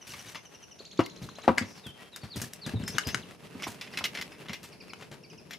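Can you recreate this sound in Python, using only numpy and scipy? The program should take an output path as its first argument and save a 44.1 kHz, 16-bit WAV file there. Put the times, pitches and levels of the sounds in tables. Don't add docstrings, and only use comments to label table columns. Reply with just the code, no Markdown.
import sys
import numpy as np
from scipy import signal
from scipy.fft import rfft, irfft, next_fast_len
from scipy.io import wavfile
from scipy.ndimage import uniform_filter1d

SR = 44100
rng = np.random.default_rng(int(sys.argv[2]) if len(sys.argv) > 2 else 0)


def digitize_waveform(pressure):
    field = np.atleast_2d(pressure).T
    bounded = np.clip(field, -1, 1)
    quanta = np.round(bounded * 32767).astype(np.int16)
    wavfile.write(sys.argv[1], SR, quanta)


N = 246078
TIME = np.arange(N) / SR
AGE = TIME[:2 ** 14]


def from_db(db):
    return 10 ** (np.asarray(db) / 20)


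def unit(x):
    return x / np.sqrt(np.sum(x ** 2) + 1e-20)


def automation(rows):
    times, *lanes = np.transpose(rows)
    return [np.interp(TIME, times, lane) for lane in lanes]


def eq(x, curve, tilt_db=0):
    size = 2 * next_fast_len(x.shape[-1])
    octave = np.log2(np.maximum(np.arange(size // 2 + 1) * SR / size, 1))
    hz, db = np.transpose(curve)
    knots = np.log2(hz)
    outside = np.abs(octave - np.clip(octave, knots[0], knots[-1]))
    gain = from_db(np.interp(octave, knots, db) + tilt_db * octave - 20 * outside)
    cepstrum = irfft(np.log(gain))
    cepstrum[1:size // 2] *= 2
    cepstrum[size // 2 + 1:] = 0
    return irfft(rfft(x, size) * np.exp(rfft(cepstrum)))[..., :x.shape[-1]]


def resonate(x, modes):
    out = x.copy()
    for hz, gain_db, width in modes:
        r = np.exp(-np.pi * width / SR)
        feedback = [1, -2 * r * np.cos(2 * np.pi * hz / SR), r * r]
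        out += from_db(gain_db) * (1 - r * r) / 2 * signal.lfilter([1, 0, -1], feedback, x + 1e-18)
    return out


def struck(modes, detune=0.02, spread_db=4):
    return [(hz * (1 + detune * rng.standard_normal()), db + spread_db * rng.standard_normal(), width)
            for hz, db, width in modes]


def grains(size, spread_db):
    return rng.standard_normal(size) * from_db(spread_db * np.minimum(rng.exponential(1, size), 6))


def contacts(rise, decay, spread_db):
    swell = 1 - np.exp(-(AGE / rise) ** 2)
    return unit(grains(len(AGE), spread_db) * swell * np.exp(-AGE / decay))


def knock(hz, cycles):
    turn = hz * AGE
    return np.sin(2 * np.pi * turn) * (turn / cycles) ** 2 * np.exp(-2 * turn / cycles)


def wobble(t, per_s, points):
    return np.interp(t * per_s, np.arange(points), rng.standard_normal(points))


def stereo_noise(curve, side_db, spread_db):
    mid, side = np.sqrt(N) * np.array([unit(eq(grains(N, spread_db), curve)) for _ in range(2)])
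    return mid + from_db(side_db) * side * [[1], [-1]]


def add(track, t, sound, peak_db):
    power = uniform_filter1d(sound ** 2, size=132).max()
    start = int(t * SR)
    track[start:start + len(sound)] += (from_db(peak_db) / np.sqrt(power) * sound)[:N - start]


# f/Hz, level/dB
AIR_EQ = [(18, -59), (30, -20), (81, 3.5), (182, -1.5), (467, 0.5), (747, -5.5), (1290, -19), (2830, -24.5),
          (3490, -26), (5310, -13.5), (8060, -30), (10200, -18), (14000, -31.5), (15500, -50)]


def still_air():
    return from_db(-63) * stereo_noise(AIR_EQ, side_db=0.5, spread_db=3)


# t/s, rumble level/dB, tyre level/dB
ROLL_FADERS = [(0.0, -68, -61.5), (0.2, -63, -58), (0.68, -62, -63.5), (1.26, -51, -61.5),
               (1.48, -53.5, -58), (2.16, -60, -60), (2.95, -47, -54), (3.31, -52, -57), (3.6, -50.5, -57),
               (4.01, -50, -54), (4.74, -54, -61), (5.58, -53, -65.5)]
# f/Hz, level/dB
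RUMBLE_EQ = [(18, -49), (30, -12), (76, -11.5), (173, 4), (328, -6), (442, -1), (532, -15.5), (579, -6.5),
             (850, -27.5), (900, -15), (1170, -29), (1980, -120)]
TYRE_EQ = [(300, 1.5), (700, 4), (1500, 1.5), (2400, 1), (4000, -4.5), (7500, -12.5), (10500, -12.5),
           (15000, -23.5)]
# f/Hz, level/dB, width/Hz
WHEEL_MODES = [(2700, -3, 170)]


def rolling(rumble_trim_db=-1.5, tyre_trim_db=1):
    rumble_db, tyre_db = automation(ROLL_FADERS)
    bumps = wobble(TIME, per_s=45, points=300)
    rumble = from_db(rumble_db + 2.1 * bumps) * stereo_noise(RUMBLE_EQ, side_db=-9.5, spread_db=1)
    tyres = from_db(tyre_db + 3.34 * bumps) * stereo_noise(TYRE_EQ, side_db=-7, spread_db=4.2)
    return from_db(rumble_trim_db) * rumble + from_db(tyre_trim_db) * resonate(tyres, WHEEL_MODES)


BIRD_SYLLABLES = { "chip": (.024, 3130, 3040, 2680, 6, .3), "arch": (.031, 1500, 4300, 3000, 4, .42),
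                  "slide": (.085, 4100, 3330, 3260, -30, .1), "held": (.2, 3200, 3160, 3220, -30, .08),
                  "dip": (.04, 4150, 3720, 3680, -25, .25), "sweep": (.062, 4850, 4200, 3000, -28, .36),
                  "flick": (.024, 4900, 3500, 2650, -22, .25),
                  "whistle": (.055, 5280, 5170, 5400, -30, .25), "rise": (.064, 5400, 6200, 6300, -30, .35),
                  "drop": (.022, 3300, 2600, 2250, 2, .25), "tsip": (.027, 3350, 2640, 2540, 3, .2)}
# syllable, t/s, repeats, period/s, level/dB before the trim, factor on the syllable's pitch
BIRD_PHRASES = [("chip", .01, 3, .0885, -50, 0.98), ("chip", .276, 6, .0868, -52, 0.99),
                ("arch", .786, 5, .0615, -50.5, 1.02), ("arch", 1.093, 6, .0642, -52.5, 0.97),
                ("slide", 1.833, 1, 0, -48, 0.98), ("held", 1.91, 1, 0, -62, 1),
                ("whistle", 1.98, 1, 0, -58.5, .37), ("dip", 2.121, 2, .631, -52, 0.99),
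                ("dip", 2.212, 1, 0, -56, 1.18), ("sweep", 2.298, 2, .313, -46.5, 0.97),
                ("flick", 2.815, 2, .405, -53, 0.97), ("whistle", 2.858, 2, .188, -44.5, 0.97),
                ("rise", 2.905, 2, .188, -49, 1), ("flick", 2.944, 2, .077, -47, 0.97),
                ("drop", 3.921, 2, 0.084, -52, 0.95), ("drop", 4.72, 1, 0, -54, .94),
                ("drop", 4.801, 2, .091, -50, 0.93), ("tsip", 5.233, 1, 0, -55, .9),
                ("tsip", 5.297, 2, .078, -54.5, 0.98)]


def birdsong(trim_db=3):
    out = np.zeros(N)
    for name, start, repeats, period, db, pitch in BIRD_PHRASES:
        length, start_hz, middle_hz, end_hz, overtone_db, rasp = BIRD_SYLLABLES[name]
        size = int(length * SR)
        progress = np.linspace(0, 1, size)
        arc_hz = pitch * np.polyval(np.polyfit([0, 0.5, 1], [start_hz, middle_hz, end_hz], 2), progress)
        overtone = from_db(overtone_db) / (1 + (arc_hz / 3480) ** 26)
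        swell = np.abs(np.sin(np.pi * progress)) ** 0.75
        for t in start + period * np.arange(round(repeats)):
            waver = rasp * uniform_filter1d(rng.standard_normal(len(AGE)), size=64)[:size]
            flutter = from_db(2.5 * wobble(AGE[:size], per_s=220, points=60))
            detune = 0.014 * rng.standard_normal()
            phase = 2 * np.pi * np.cumsum(arc_hz * (1 + detune + 0.5 * waver)) / SR
            add(out, t, swell * flutter * (np.sin(phase) + overtone * np.sin(2 * phase)), db + trim_db)
    return out


# f/Hz, level/dB
THUMP_EQ = [(30, -19.5), (60, -4.5), (110, 2.5), (200, -3.5), (330, -13.5), (550, -21), (1200, -32),
            (3000, -43)]


def thump(decay, tilt_db):
    push = from_db(-5.5) * (AGE == 0)
    return eq(push + contacts(rise=0.0038, decay=decay, spread_db=4), THUMP_EQ, tilt_db)


# f/Hz, level/dB
SCUFF_EQ = [(200, -12.5), (700, -6.5), (2000, 1), (5000, 0.5), (8000, -3), (12000, -5), (15000, -13.5)]


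def scuff(length, tilt_db):
    attack = 1 - np.exp(-AGE / (0.081 * length))
    release = np.exp(-np.maximum(AGE - length, 0) / 0.025)
    landing = from_db(2.5 * np.exp(-AGE / 0.006))
    clumps = from_db(4 * wobble(AGE, per_s=200, points=100))
    sand = grains(len(AGE), spread_db=3) * clumps
    return eq(sand * attack * release * landing, SCUFF_EQ, tilt_db)


# t/s, thump level/dB, grit level/dB before the trims, length/s, grit tilt/dB per octave
TREAD_CUES = [(0.069, -56, -43, 0.008, 0), (0.092, -48.5, -43.5, 0.033, 0), (.15, -52, -46.5, 0.11, -1.5),
              (0.257, -49, -44.5, 0.054, -2), (1.217, -36, -48, 0.027, -1), (1.435, -56, -42, 0.022, -7),
              (1.863, -39.5, -45, 0.022, 1.5), (2.234, -36, -46, .011, -5.5),
              (2.359, -32.5, -40, 0.019, 0.5), (2.417, -35, -41, .023, 0.5),
              (2.664, -32, -37.5, 0.031, -3.5), (2.89, -40, -43, 0.018, -0.5), (2.946, -34, -41, 0.021, -5),
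              (3.067, -30, -36.5, 0.017, -3), (3.133, -38.5, -50, 0.051, -5.5), (3.67, -49, -39, 0.023, 0),
              (4.63, -50, -44, 0.015, -2), (4.987, -60, -45.5, 0.039, -5.5),
              (5.113, -43.5, -43.5, 0.017, -5.5)]


def treads(scuff_trim_db=-1, crack_trim_db=-2, cracks_per_s=130):
    thumps, grit = np.zeros((2, N))
    for t, thump_db, grit_db, length, tilt_db in TREAD_CUES:
        add(thumps, t, thump(decay=length, tilt_db=1.44), thump_db)
        add(grit, t, scuff(length, tilt_db), grit_db + scuff_trim_db)
        for when, pitch, softness in rng.random((int(np.ceil(cracks_per_s * length)), 3)):
            octaves = 3 * pitch
            crack_db = grit_db + crack_trim_db + tilt_db * octaves - 12 * softness
            add(grit, t + when * length, knock(hz=1500 * 2 ** octaves, cycles=6), crack_db)
    return thumps, grit


# f/Hz, level/dB, width/Hz
FRAME_MODES = [(2090, 12, 56), (2280, 1, 38), (2630, 3, 35), (2900, 4, 69), (3400, 1.5, 70), (3920, 2, 36),
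               (4380, 0, 37), (5180, 7, 55), (5650, 4, 37), (7090, 4, 66), (9920, 10, 130),
               (11930, 11.5, 80), (14200, 6, 120)]
# f/Hz, level/dB
RATTLE_EQ = [(120, 1.5), (400, -1), (900, 0), (1500, 1), (2400, 2.5), (4000, -0.5), (6000, -4.5),
             (9000, -17), (15000, -24.5)]
# t/s, level/dB, chatter decay/s, part's ring f/Hz, tilt/dB per octave
RATTLE_CUES = [(.136, -40, 0.013, 1100, 1), (.346, -39, 0.0034, 1800, 0), (.354, -36, 0.019, 1110, -0.5),
               (1.004, -34, 0.0081, 2800, -0.5), (1.06, -39, 0.0033, 2940, 4.5),
               (1.576, -31, 0.0064, 1900, -2), (1.622, -38, 0.027, 2050, -1.5),
               (3.087, -33.5, 0.02, 1650, 2.5), (3.598, -43.5, .015, 2300, -1),
               (3.631, -35, 0.0071, 3100, -0.5), (3.638, -34, 0.013, 2260, 2),
               (3.8114, -35.5, 0.02, 2510, 1.5), (3.873, -45, .009, 2470, -2),
               (3.9367, -39.5, 0.019, 2000, -1), (3.9728, -27, 0.0067, 2700, 2),
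               (3.9863, -30, 0.0072, 2090, 1.5), (4.04, -24.5, 0.0085, 2900, 2),
               (4.0503, -26, 0.01, 2080, 2.5), (4.144, -45, 0.0046, 3000, 5), (4.15, -33, 0.016, 1830, 1),
               (4.1723, -33, 0.012, 3130, -1), (4.186, -36.5, 0.0075, 2030, -1),
               (4.2115, -32, 0.0067, 2080, 3), (4.222, -33.5, 0.0047, 2060, 2), (4.318, -47, .03, 2200, -2),
               (4.457, -44, 0.02, 1800, -4), (4.484, -39.5, 0.016, 3350, -1), (4.494, -35, 0.018, 2250, -1),
               (4.5312, -33.5, 0.0055, 4380, 1.5), (4.541, -37.5, 0.014, 2400, 1.5),
               (4.9336, -36, .0015, 1310, -1), (5.023, -44, 0.017, 2400, -2.5),
               (5.508, -38.5, 0.027, 1770, 1.5), (5.532, -40.5, 0.013, 3280, 0.5)]


def frame_rattles(ring_db=5.5, ring_width_hz=290):
    out = np.zeros(N)
    for t, db, decay, ring_hz, tilt_db in RATTLE_CUES:
        hit = contacts(rise=0.00043, decay=0.0031, spread_db=1)
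        chatter = from_db(3) * contacts(rise=0.0016, decay=decay, spread_db=2.5)
        modes = struck(FRAME_MODES) + [(ring_hz, ring_db, ring_width_hz)]
        add(out, t, eq(resonate(hit + chatter, modes), RATTLE_EQ, tilt_db), db)
    return out


# f/Hz, level/dB, width/Hz
DECK_MODES = [(103, 9.5, 43), (241.3, 16.5, 37), (308, 11.5, 85), (523, 11.5, 35), (676, 7, 55),
              (951, 5.5, 47)]
# f/Hz, level/dB
SHUDDER_EQ = [(35, -14), (80, 5.5), (200, 5.5), (450, -3), (700, 0), (1200, 4.5), (1800, -5.5),
              (2800, -10.5), (5000, -24), (15000, -51)]
# t/s, knock level/dB, knock f/Hz, shudder level/dB, its decay/s, its tilt/dB per octave
SLAB_CUES = [(0.804, -41.5, 425, -49.5, 0.0088, -1), (0.9909, -13, 314, -18.5, 0.015, 2),
             (1.289, -38.5, 1265, -46.5, 0.0053, 6.5), (1.384, -41, 620, -45, 0.018, 7.5),
             (1.478, -12, 730, -14, 0.015, 0.5), (1.501, -22.5, 330, -31.5, 0.018, -1),
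             (1.574, -35, 261, -36, 0.022, -1), (1.611, -30, 231, -32, 0.028, -3),
             (3.066, -32.5, 126, -39.5, 0.01, -1), (3.549, -39, 262, -43, 0.011, -1.5),
             (3.668, -33, 920, -32.5, 0.015, 1.5), (4.007, -46, 270, -36, 0.021, 2),
             (4.495, -39.5, 186, -40.5, 0.019, -0.5)]


def slab_joints():
    out = np.zeros(N)
    for t, knock_db, hz, shudder_db, decay, tilt_db in SLAB_CUES:
        add(out, t, knock(hz, cycles=1.2), knock_db)
        shudder = resonate(contacts(rise=0.00074, decay=decay, spread_db=1.5), DECK_MODES)
        add(out, t, eq(shudder, SHUDDER_EQ, tilt_db), shudder_db)
    return out


# f/Hz, level/dB, width/Hz
COLUMN_MODES = [(1214, -1, 150), (1640, 0.5, 190), (2080, 4, 140), (2800, 2.5, 160), (4860, 4.5, 80),
                (5200, 0, 200), (6390, -1, 150), (7500, 0, 53), (10030, 3.2, 220), (12350, 7.3, 120)]
# f/Hz, level/dB
CLACK_EQ = [(150, -5), (450, -6), (850, -5.5), (1400, 3), (3500, -2.5), (5500, 2), (7500, -1.5),
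            (10500, -9.5), (15000, -20.5)]
# t/s, level/dB, tilt/dB per octave, chatter level/dB against the hit, joint's ring f/Hz
CLACK_CUES = [(1.5812, -16.5, -2, -2, 1860), (2.1612, -35, 3.5, -3, 1610), (2.416, -33, 7.5, 2.5, 1700),
              (2.534, -36, 8.5, -7, 1800), (2.6633, -38, 1.5, 1, 1810), (2.837, -42, 1, -9, 1700),
              (2.878, -31.5, 3, 5, 1800), (2.983, -17, -.5, -5, 1820), (3.0705, -33, 3, -2, 1600),
              (3.145, -21, -2, -5, 1520), (3.6222, -34.5, -0.5, 1.5, 2400), (4.63, -49, 5, -4, 2000)]


def column_clacks(ring_db=6, ring_width_hz=500):
    out = np.zeros(N)
    for t, db, tilt_db, chatter_db, ring_hz in CLACK_CUES:
        hit = contacts(rise=0.0004, decay=0.0018, spread_db=1)
        chatter = from_db(chatter_db) * contacts(rise=0.00067, decay=0.012, spread_db=-1)
        modes = struck(COLUMN_MODES) + [(ring_hz, ring_db, ring_width_hz)]
        add(out, t, eq(resonate(hit + chatter, modes), CLACK_EQ, tilt_db), db)
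    return out


# t/s, f/Hz, level/dB
BUZZ_GLIDE = [(1.62, 5520, -74), (1.66, 5760, -54), (1.71, 5445, -53), (1.75, 5560, -58), (1.79, 4700, -51),
              (1.83, 4300, -80)]


def bird_buzz(warble_hz=190, depth_hz=420, jitter_hz=1700):
    hz, db = automation(BUZZ_GLIDE)
    warble = depth_hz * np.sin(2 * np.pi * warble_hz * TIME) + jitter_hz * rng.standard_normal(N)
    gate = (TIME > BUZZ_GLIDE[0][0]) & (TIME < BUZZ_GLIDE[-1][0])
    return gate * from_db(db) * np.sin(2 * np.pi * np.cumsum(hz + warble) / SR)


# t/s, level/dB, f/Hz
JUDDER_CUES = [(2.737, -30, 242), (2.747, -27.5, 114), (2.767, -32, 126), (2.8, -31, 230),
               (2.831, -33, 199)]


def deck_judder():
    out = np.zeros(N)
    for t, db, hz in JUDDER_CUES:
        add(out, t, knock(hz, cycles=1.04), db)
        add(out, t, thump(decay=0.013, tilt_db=-0.1), db - 3)
    return out


def garden(x, wet_db, t60, delay, uneven_db=6.5):
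    tail = (AGE > delay) * from_db(-60 * AGE / t60)
    scatter = [unit(grains(len(AGE), uneven_db) * tail) for _ in range(2)]
    return from_db(wet_db) * signal.fftconvolve(x[None], np.array(scatter), axes=1)[:, :N]


# t/s, left-over-right level/dB
PAN_PATH = [(0, 4), (2.5, 4), (3.15, 6), (3.5, -2.5), (4.1, 1), (5.58, 6)]
# f/Hz, level/dB
SHADOW_EQ = [(100, 0.5), (400, -0.5), (1200, 4.5), (2500, 1.5), (5000, -5.5), (14000, -10)]


def pass_by(scooter):
    ratio = from_db(automation(PAN_PATH)[0])
    side = (ratio - 1) / (ratio + 1) * eq(scooter.mean(axis=0), SHADOW_EQ)
    return scooter + side * [[1], [-1]]


def scene():
    thumps, grit = treads()
    body = thumps + slab_joints() + deck_judder()
    clatter = grit + frame_rattles() + column_clacks()
    scooter = rolling() + body + clatter
    scooter += garden(body, wet_db=-14.5, t60=0.38, delay=0.0049)
    scooter += garden(clatter, wet_db=-10, t60=0.18, delay=0.0069)
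    song = birdsong() + bird_buzz()
    wall_echo = from_db(-13) * np.interp(TIME - 0.014, TIME, song)
    birds = song + wall_echo + garden(song, wet_db=-4, t60=0.41, delay=0.0057, uneven_db=3)
    return still_air() + pass_by(scooter) + birds


# f/Hz, side-over-mid level/dB
CAPSULE_EQ = [(100, -17), (1000, -29), (5000, -34), (8000, -15), (13000, -11)]


def record(dry, low_cut_hz=48, high_cut_hz=15500):
    quadrature = np.imag(signal.hilbert(dry.mean(axis=0), next_fast_len(N)))[:N]
    side = eq(np.roll(quadrature, shift=9), CAPSULE_EQ)
    heard = dry + side * [[1], [-1]]
    heard = signal.sosfilt(signal.butter(2, low_cut_hz, "high", fs=SR, output="sos"), heard)
    return signal.sosfilt(signal.ellip(10, 0.1, 80, high_cut_hz, fs=SR, output="sos"), heard)


dry = scene()
out = record(dry)
digitize_waveform(out)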